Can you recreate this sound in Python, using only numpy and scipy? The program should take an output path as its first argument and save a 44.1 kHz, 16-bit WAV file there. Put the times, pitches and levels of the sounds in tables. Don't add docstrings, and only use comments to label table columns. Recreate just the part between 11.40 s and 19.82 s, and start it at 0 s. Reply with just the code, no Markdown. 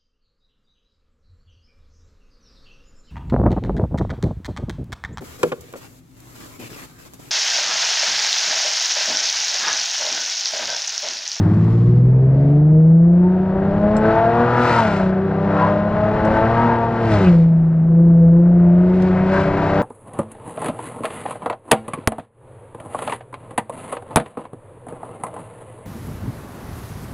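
import sys
import numpy as np
from scipy import signal
from scipy.fft import rfft, irfft, next_fast_len
from scipy.io import wavfile
from scipy.ndimage import map_coordinates

SR = 44100
rng = np.random.default_rng(int(sys.argv[2]) if len(sys.argv) > 2 else 0)


def put_to_file(sound):
    columns = np.atleast_2d(sound).T
    safe = np.clip(columns, -1, 1)
    whole_steps = np.round(safe * 32767)
    wavfile.write(sys.argv[1], SR, whole_steps.astype(np.int16))


N = 371322

# (time [s], speed [km/h])
ROAD_SPEED = [(0.0, 17), (0.2, 19.1), (0.6, 21.6), (0.92, 23.4), (1.32, 27.16), (1.56, 28.79),
              (1.92, 32.14), (2.2, 33.7), (2.56, 37.52), (2.72, 38.6), (2.92, 40.65), (3.08, 42.3),
              (3.2, 42.45), (3.36, 42.8), (3.68, 43.45), (3.96, 45.2), (4.24, 46.3), (4.56, 48.7),
              (4.84, 49.7), (5.0, 50.9), (5.24, 54.5), (5.52, 52.8), (5.92, 54.59), (6.0, 55.2), (6.4, 54),
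              (6.64, 56.27), (6.88, 55.5), (7.08, 58.2), (7.32, 58), (7.36, 59), (7.56, 61.6), (7.72, 61.6),
              (8.0, 64.2), (8.4, 65.4)]
# (time [s], new gear [firings/s per km/h])
UPSHIFTS = [(3.24, 4.33), (5.58, 3.0)]
# (time [s], rasp level [dB])
EFFORT = [(0, -38), (.5, -49.5), (1.08, -45), (1.6, -49.5), (1.92, -39.5), (2.38, -32), (2.61, -28.5),
          (2.66, -21.5), (2.9, -25), (3.32, -19), (3.75, -34), (4, -31.5), (4.22, -21.5), (4.44, -30),
          (4.96, -23), (5.25, -22.5), (5.48, -29), (5.82, -25), (6.04, -45.5), (6.9, -47), (7.5, -36.5),
          (7.98, -27), (8.42, -23.5)]
# (frequency [Hz], level [dB])
RUMBLE_EQ = [(12, -30), (26, -7), (42, -12), (70, -8.5), (100, -11), (160, -7), (260, -16.5), (600, -39),
             (2000, -73.5)]
# (time [s], half length [s], level [dB])
ROUGH_PATCHES = [(0.663, 0.69, -29), (2.451, 0.33, -26.5), (4.889, 0.38, -28.5), (5.788, .14, -28),
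                 (8.1, 0.5, -38.5)]
# (time [s], snap level [dB], ring level [dB])
CLICKS = [(2.567, -35.5, -32), (4.85, -41, -42), (7.622, -39, -55)]
# (frequency [Hz], level [dB])
PADDLE_MODES = [(5600, -20.5), (7480, -6.5), (7640, -3.5), (10800, -8.5)]
# (frequency [Hz], level [dB])
HISS_EQ = [(1200, -23.5), (2000, 2), (2600, 8), (3200, -0.5), (4000, -1.5), (5000, -8), (6300, -15.5),
           (8000, -23), (9000, -35.5), (10500, -54)]
# (time [s], half length [s], level [dB])
GASPS = [(0.089, 0.77, -63), (1.051, 0.14, -63.5), (3.32, 0.12, -32.5), (3.532, .12, -40.5),
         (4.956, 0.025, -49.5), (5.732, 0.032, -39), (5.811, 0.16, -40), (6.022, .08, -66),
         (7.644, 0.14, -49), (7.973, 0.079, -41), (8.378, 0.31, -48.5)]
# (frequency [Hz], level [dB])
GASP_EQ = [(1200, -14), (2000, 12.5), (2700, 2), (3300, -1), (4200, -1), (5200, -4.5), (6500, -11),
           (8200, -10), (9200, -26.5), (11000, -51)]
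# (frequency [Hz], level [dB])
ROAR_EQ = [(45, -28), (85, 3.5), (165, 3.5), (260, -3.5), (350, -1.5), (480, 0), (680, 1.5), (900, -8.5),
           (1500, -53)]
# (time [s], half length [s], frequency [Hz], width [Hz], level [dB])
BLARES = [(1.05, 0.24, 622, 70, -37), (2.723, 0.07, 1550, 90.45, -32), (2.766, 0.12, 862, 98, -28),
          (2.994, 0.069, 1050, 332, -22), (3.306, 0.22, 1349, 172, -24), (3.379, 0.039, 935.7, 70, -15.5),
          (4.238, 0.084, 1030, 110, -22), (4.19, 0.042, 1340, 120, -28.5), (4.92, .12, 647.2, 119, -26),
          (4.943, 0.057, 1546, 50, -30.5), (5.196, .12, 1200, 197, -28.5), (5.302, 0.15, 921.8, 100, -21),
          (5.873, 0.025, 2654, 596, -35.5), (8, .45, 2050, 700, -41), (7.963, .059, 1570, 330, -25.5),
          (7.973, .05, 1020, 251, -27), (7.998, .09, 1577, 40.01, -28)]
# (frequency [Hz], level [dB])
RASP_EQ = [(350, -32.5), (480, -14.5), (660, -8.5), (790, -2), (900, 3), (1090, -8), (1300, -4.5),
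           (1620, -9), (1750, -11.5), (2000, -12), (2500, -23.5), (3200, -30.5), (6000, -57.5),
           (12000, -90)]
# (frequency [Hz], width [Hz], boost [dB])
PIPE_RESONANCES = [(636, 180, 4.5), (880, 17, 0.5), (1034, 39, 7.5), (1160, 41, 6.5), (1270, 55, 3),
                   (1470, 42, 3), (1605, 190, 4), (1857, 99, 4)]
BURBLE_PARTIALS = {2: -50.5, 4: -47, 5: -39.5, 7: -38, 8: -40, 9: -43, 10: -41.5, 11: -35, 13: -34.5, 14:
                   -41.5, 16: -42.5, 19: -39, 20: -38, 23: -36}
# (frequency [Hz], gain [dB])
CABIN_EQ = [(60, -3), (120, 7.5), (145, -1), (165, 17), (195, 1.5), (250, -6), (292, -5.5), (345, 2),
            (420, -9), (650, 2), (900, -5)]
EXHAUST_NOTES = {3: (-38.5, .33, 3.6), 6: (-25.3, .05, 5.5), 9: (-35, .25, 3.5), 12: (-25.5, .15, 18),
                 15: (-32.4, .43, 15), 17: (-32.5, .78, 9), 18: (-21.3, .5, 18.5), 21: (-29, .87, 15),
                 24: (-27.5, .42, 10), 30: (-32, .85, 12), 36: (-39.5, .9, 12), 42: (-49, .9, 12)}
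# (frequency [Hz], gain [dB])
BOOM_EQ = [(50, 0.5), (111, 10.5), (126, 16), (138, 13), (164, 18.0), (179, 15), (195, 2), (223, 0.05),
           (266, -9), (290, 7), (331, -1.6), (361, 4.5), (394, -2.5), (412, -8.5), (430, -3), (450, -4.5),
           (491, 3.5), (536, -7), (585, -8.5), (611, -1.5), (667, -2), (728, -10.5), (831, -8.5),
           (907, 0.5), (990, -12.0), (1034, -3), (1080, -14), (1129, -6.5), (1469, -1.5), (1534, 12),
           (1675, 0.5), (1750, 12.5)]
# (time [s], half length [s], order, gain [dB])
NOTE_FLARES = [(.757, 0.27, 21, 18), (.1, .25, 9, -7.5), (1.12, .24, 18, 4), (1.237, .12, 30, 16),
               (1.9, 0.14, 30, 7.5), (1.92, .35, 15, -10), (1.96, 0.27, 9, -13.5), (2.33, .09, 18, 4.5),
               (2.36, 0.32, 17, 8), (2.5, .22, 6, 7.5), (2.601, 0.19, 15, 11.5), (2.715, .08, 9, 11.5),
               (2.758, 0.3, 12, 6), (2.782, 0.054, 6, -12.5), (2.838, 0.15, 18, 6.5), (3.015, 0.035, 6, 11),
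               (3, .05, 18, 7), (3.225, 0.046, 6, 9), (3.25, .2, 36, -5), (3.25, .15, 30, -4),
               (3.34, 0.11, 18, -3), (3.72, .13, 15, -19), (3.741, .22, 9, -14), (4.197, 0.042, 12, -21),
               (4.237, 0.086, 30, 16), (4.442, 0.12, 17, 14.5), (4.9, 0.19, 15, 14.5), (4.948, .16, 9, 12),
               (5.275, 0.049, 6, 11.5), (5.278, 0.094, 24, 5), (5.64, .24, 30, -16.5),
               (5.705, 0.052, 9, 15), (5.721, 0.38, 24, -3), (5.736, .16, 3, 9.5), (5.86, .06, 12, 4),
               (6.8, .25, 18, 2.5), (7.36, .25, 21, 10), (7.578, 0.26, 30, -9), (7.964, 0.25, 15, -13.5),
               (7.973, 0.062, 18, 10), (8.239, 0.075, 6, -13.5), (8.38, .16, 18, 6.5)]
# (frequency [Hz], left over right [dB])
BALANCE = [(30, 0), (120, .2), (250, .9), (500, 2), (1000, 3.4), (2000, 2.5), (4000, 1.9), (8000, 0)]

FIRST_GEAR, SHIFT_S = 5.72, .435
HARD_PULL_DB = -25
LIFT_S, LIFT_FADE_S, RESUME_S, RESUME_RISE_S = 5.903, .38, 6.45, .14
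FIRING_ORDER = 6
THROB_DB, THROB_HZ, THROB_FADE_DB = 2.6, 34, 13
DRONE_ROUGH, ROUGH_PER_ORDER, FLUTTER_HZ, SWAY_DB = .025, .016, 36, 1.9


def amp(db):
    return 10 ** (np.asarray(db) / 20)


def unit(x):
    return x / np.sqrt(np.mean(x ** 2) + 1e-20)


def along(points, hz):
    freqs, values = np.transpose(points)
    return np.interp(np.log(hz + 1), np.log(freqs + 1), values)


def automation(points):
    return np.interp(np.arange(N) / SR, *np.transpose(points))


def ramp(s, length_s):
    return np.clip((np.arange(N) / SR - s) / length_s, 0, 1)


def swell(s, half_s, db):
    t = np.arange(0, N, 64) / SR
    gain = amp(db) * np.exp(-np.minimum(((t - s) / half_s) ** 2, 20))
    return np.interp(np.arange(N), t * SR, gain)


def wobble(rate):
    coarse = np.linspace(0, N, 8000)
    knots = rng.standard_normal(4000)
    return np.interp(np.arange(N), coarse, map_coordinates(knots, [coarse * rate / SR], mode="wrap"))


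def filtered(x, response):
    size = next_fast_len(N + SR // 4)
    return irfft(rfft(x, size) * response(np.fft.rfftfreq(size, 1 / SR)), size)[..., :N]


def coloured(x, eq):
    return unit(filtered(x, lambda hz: amp(along(eq, hz))))


def stereo_noise(width):
    mid, side = rng.standard_normal((2, N))
    return np.array([mid + width * side, mid - width * side])


def road_rumble(kmh, level_db=-35, at_kmh=42):
    gain = amp(level_db) * kmh / at_kmh + sum(swell(*patch) for patch in ROUGH_PATCHES)
    shaking = stereo_noise(width=.012)
    return gain * amp(.53 * wobble(6.8)) * coloured(shaking, RUMBLE_EQ)


def steering_rub(level_db=-44, release_s=.36, fade_s=.39):
    contact = 1 - ramp(release_s, fade_s)
    grain = amp(1.2 * wobble(90))
    rub_eq = [(780, -2.5), (1100, 21.5), (1500, 2.5), (2600, -.5), (4500, -4.5), (7000, -12),
              (10000, -19)]
    return amp(level_db) * contact * coloured(stereo_noise(width=.34) * grain, rub_eq)


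def paddle_clicks(ring_t60=.074, snap_t60=.042):
    out = np.zeros((2, N + SR))
    t = np.arange(SR // 8) / SR
    for s, snap_db, ring_db in CLICKS:
        snap = rng.standard_normal((2, len(t))) * amp(snap_db - 60 * t / snap_t60)
        modes = sum(amp(db) * np.sin(2 * np.pi * hz * t) for hz, db in PADDLE_MODES)
        start = round(s * SR)
        out[:, start:start + len(t)] += snap + modes * amp(ring_db - 60 * t / ring_t60)
    click_eq = [(1500, -2), (5500, 6.5), (8000, -2.5), (11000, -15.5)]
    return filtered(out[:, :N], lambda hz: amp(along(click_eq, hz)))


def intake(cycle, load_db, hiss_db=-45, spit_db=1.5):
    gulps_db = .76 * np.cos(2 * np.pi * FIRING_ORDER * cycle)
    banks_db = np.cos(2 * np.pi * 3 * cycle)
    flow = stereo_noise(width=.25) * amp(gulps_db + banks_db + wobble(150))
    gasps = sum(swell(*gasp) for gasp in GASPS) * amp(spit_db * wobble(90))
    return amp(hiss_db + load_db) * coloured(flow, HISS_EQ) + gasps * coloured(flow, GASP_EQ)


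def pipe_roar(load_db, level_db=-27.5):
    return amp(level_db + .5 * load_db) * coloured(stereo_noise(width=.04), ROAR_EQ)


def cycle_buzz(crank, bank_db=2, firing_db=3.5):
    order = np.arange(2048)
    accent_db = bank_db * (order % 3 == 0) + firing_db * (order % FIRING_ORDER == 0) * (order > 24)
    in_band = (order > 21) & (order < 150)
    sizes = amp(accent_db + 3 * rng.standard_normal(len(order))) * in_band
    pattern = irfft(sizes * np.exp(2j * np.pi * rng.random(len(order))))
    return np.interp(crank % 1, np.linspace(0, 1, len(pattern)), pattern)


def pipe_blares(crank, gas_db=-2):
    drive = unit(cycle_buzz(crank)) + amp(gas_db) * rng.standard_normal(N)
    out = np.zeros(N)
    for s, half_s, hz, width_hz, db in BLARES:
        mode = signal.butter(2, [hz - width_hz / 2, hz + width_hz / 2], "band", fs=SR, output="sos")
        out += swell(s, half_s, db) * unit(signal.sosfilt(mode, drive))
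    return out


def through_pipes(x):
    def response(hz):
        boost_db = sum(db / (1 + (2 * (hz - peak) / width) ** 2) for peak, width, db in PIPE_RESONANCES)
        return amp(along(RASP_EQ, hz) + boost_db)
    return unit(filtered(x, response))


def exhaust_rasp(crank, rasp_db, load_db):
    morph = 1.6 * wobble(13)
    buzz = through_pipes(np.cos(morph) * cycle_buzz(crank) + np.sin(morph) * cycle_buzz(crank))
    pulse_db = 2.5 * np.cos(2 * np.pi * FIRING_ORDER * crank)
    puffs = through_pipes(stereo_noise(width=.06) * amp(pulse_db + 3.5 * wobble(120)))
    breath = .42 * amp(-.1 * load_db)
    surge_db = .7 * wobble(20) + 1.2 * wobble(80)
    return amp(rasp_db + surge_db) * unit(buzz + breath * puffs)


def partial(turns, rough, rate):
    angle = 2 * np.pi * turns
    return unit((1 + rough * wobble(rate)) * np.sin(angle) + rough * wobble(rate) * np.cos(angle))


def burble(cycle, cycle_hz, load_db, lope_db=8.5):
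    lugging = np.clip((26 - cycle_hz) / 8, 0, 1)
    blur = np.clip((cycle_hz - 25) / 5, 0, 1)
    out = np.zeros(N)
    for order, db in BURBLE_PARTIALS.items():
        edge_db = .021 * order * load_db
        level_db = db + along(CABIN_EQ, order * cycle_hz) + edge_db
        lag = .001 * order ** 2 + rng.random() * blur
        out -= amp(level_db) * partial(order * cycle - lag, rough=.033 * order, rate=16)
    return out * amp(lope_db * lugging)


def exhaust_drone(cycle, cycle_hz, load_db):
    coasting = ramp(LIFT_S, LIFT_FADE_S) - ramp(RESUME_S, RESUME_RISE_S)
    throb_db = THROB_DB * np.clip(1 + load_db / THROB_FADE_DB, 0, 1) * wobble(THROB_HZ)
    out = np.zeros(N)
    for order, (db, per_load, loss_db) in EXHAUST_NOTES.items():
        level_db = db + along(BOOM_EQ, order * cycle_hz) + per_load * load_db - loss_db * coasting
        for s, half_s, flare_order, flare_db in NOTE_FLARES:
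            if flare_order == order:
                level_db += flare_db * swell(s, half_s, 0)
        if order == FIRING_ORDER:
            out += amp(level_db + throb_db) * partial(order * cycle, DRONE_ROUGH, FLUTTER_HZ)
        else:
            level_db += SWAY_DB * wobble(13)
            out -= amp(level_db) * partial(order * cycle, ROUGH_PER_ORDER * order, FLUTTER_HZ)
    return out


def firing_rate(kmh):
    ratio = FIRST_GEAR
    for s, new_gear in UPSHIFTS:
        ratio = ratio + (new_gear - ratio) * np.sin(np.pi / 2 * ramp(s, SHIFT_S)) ** 2
    return kmh * ratio


def scene():
    kmh = automation(ROAD_SPEED)
    cycle_hz = firing_rate(kmh) / FIRING_ORDER
    cycle = np.cumsum(cycle_hz) / SR
    crank = cycle + .0016 * wobble(45) + .011 * wobble(11)
    rasp_db = automation(EFFORT)
    load_db = rasp_db - HARD_PULL_DB
    notes = exhaust_drone(cycle, cycle_hz, load_db) + burble(cycle, cycle_hz, load_db)
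    grit = exhaust_rasp(crank, rasp_db, load_db) + pipe_roar(load_db) + pipe_blares(crank)
    return notes + grit + intake(cycle, load_db) + road_rumble(kmh) + steering_rub() + paddle_clicks()


def record(dry, lead_s=.000042, high_cut_hz=13000):
    side = np.array([[.5], [-.5]])

    def response(hz):
        lead = np.exp(2j * np.pi * hz * side * lead_s)
        return amp(side * along(BALANCE, hz)) * lead * (hz < high_cut_hz)
    return filtered(dry, response)


dry = scene()
out = record(dry)
put_to_file(out)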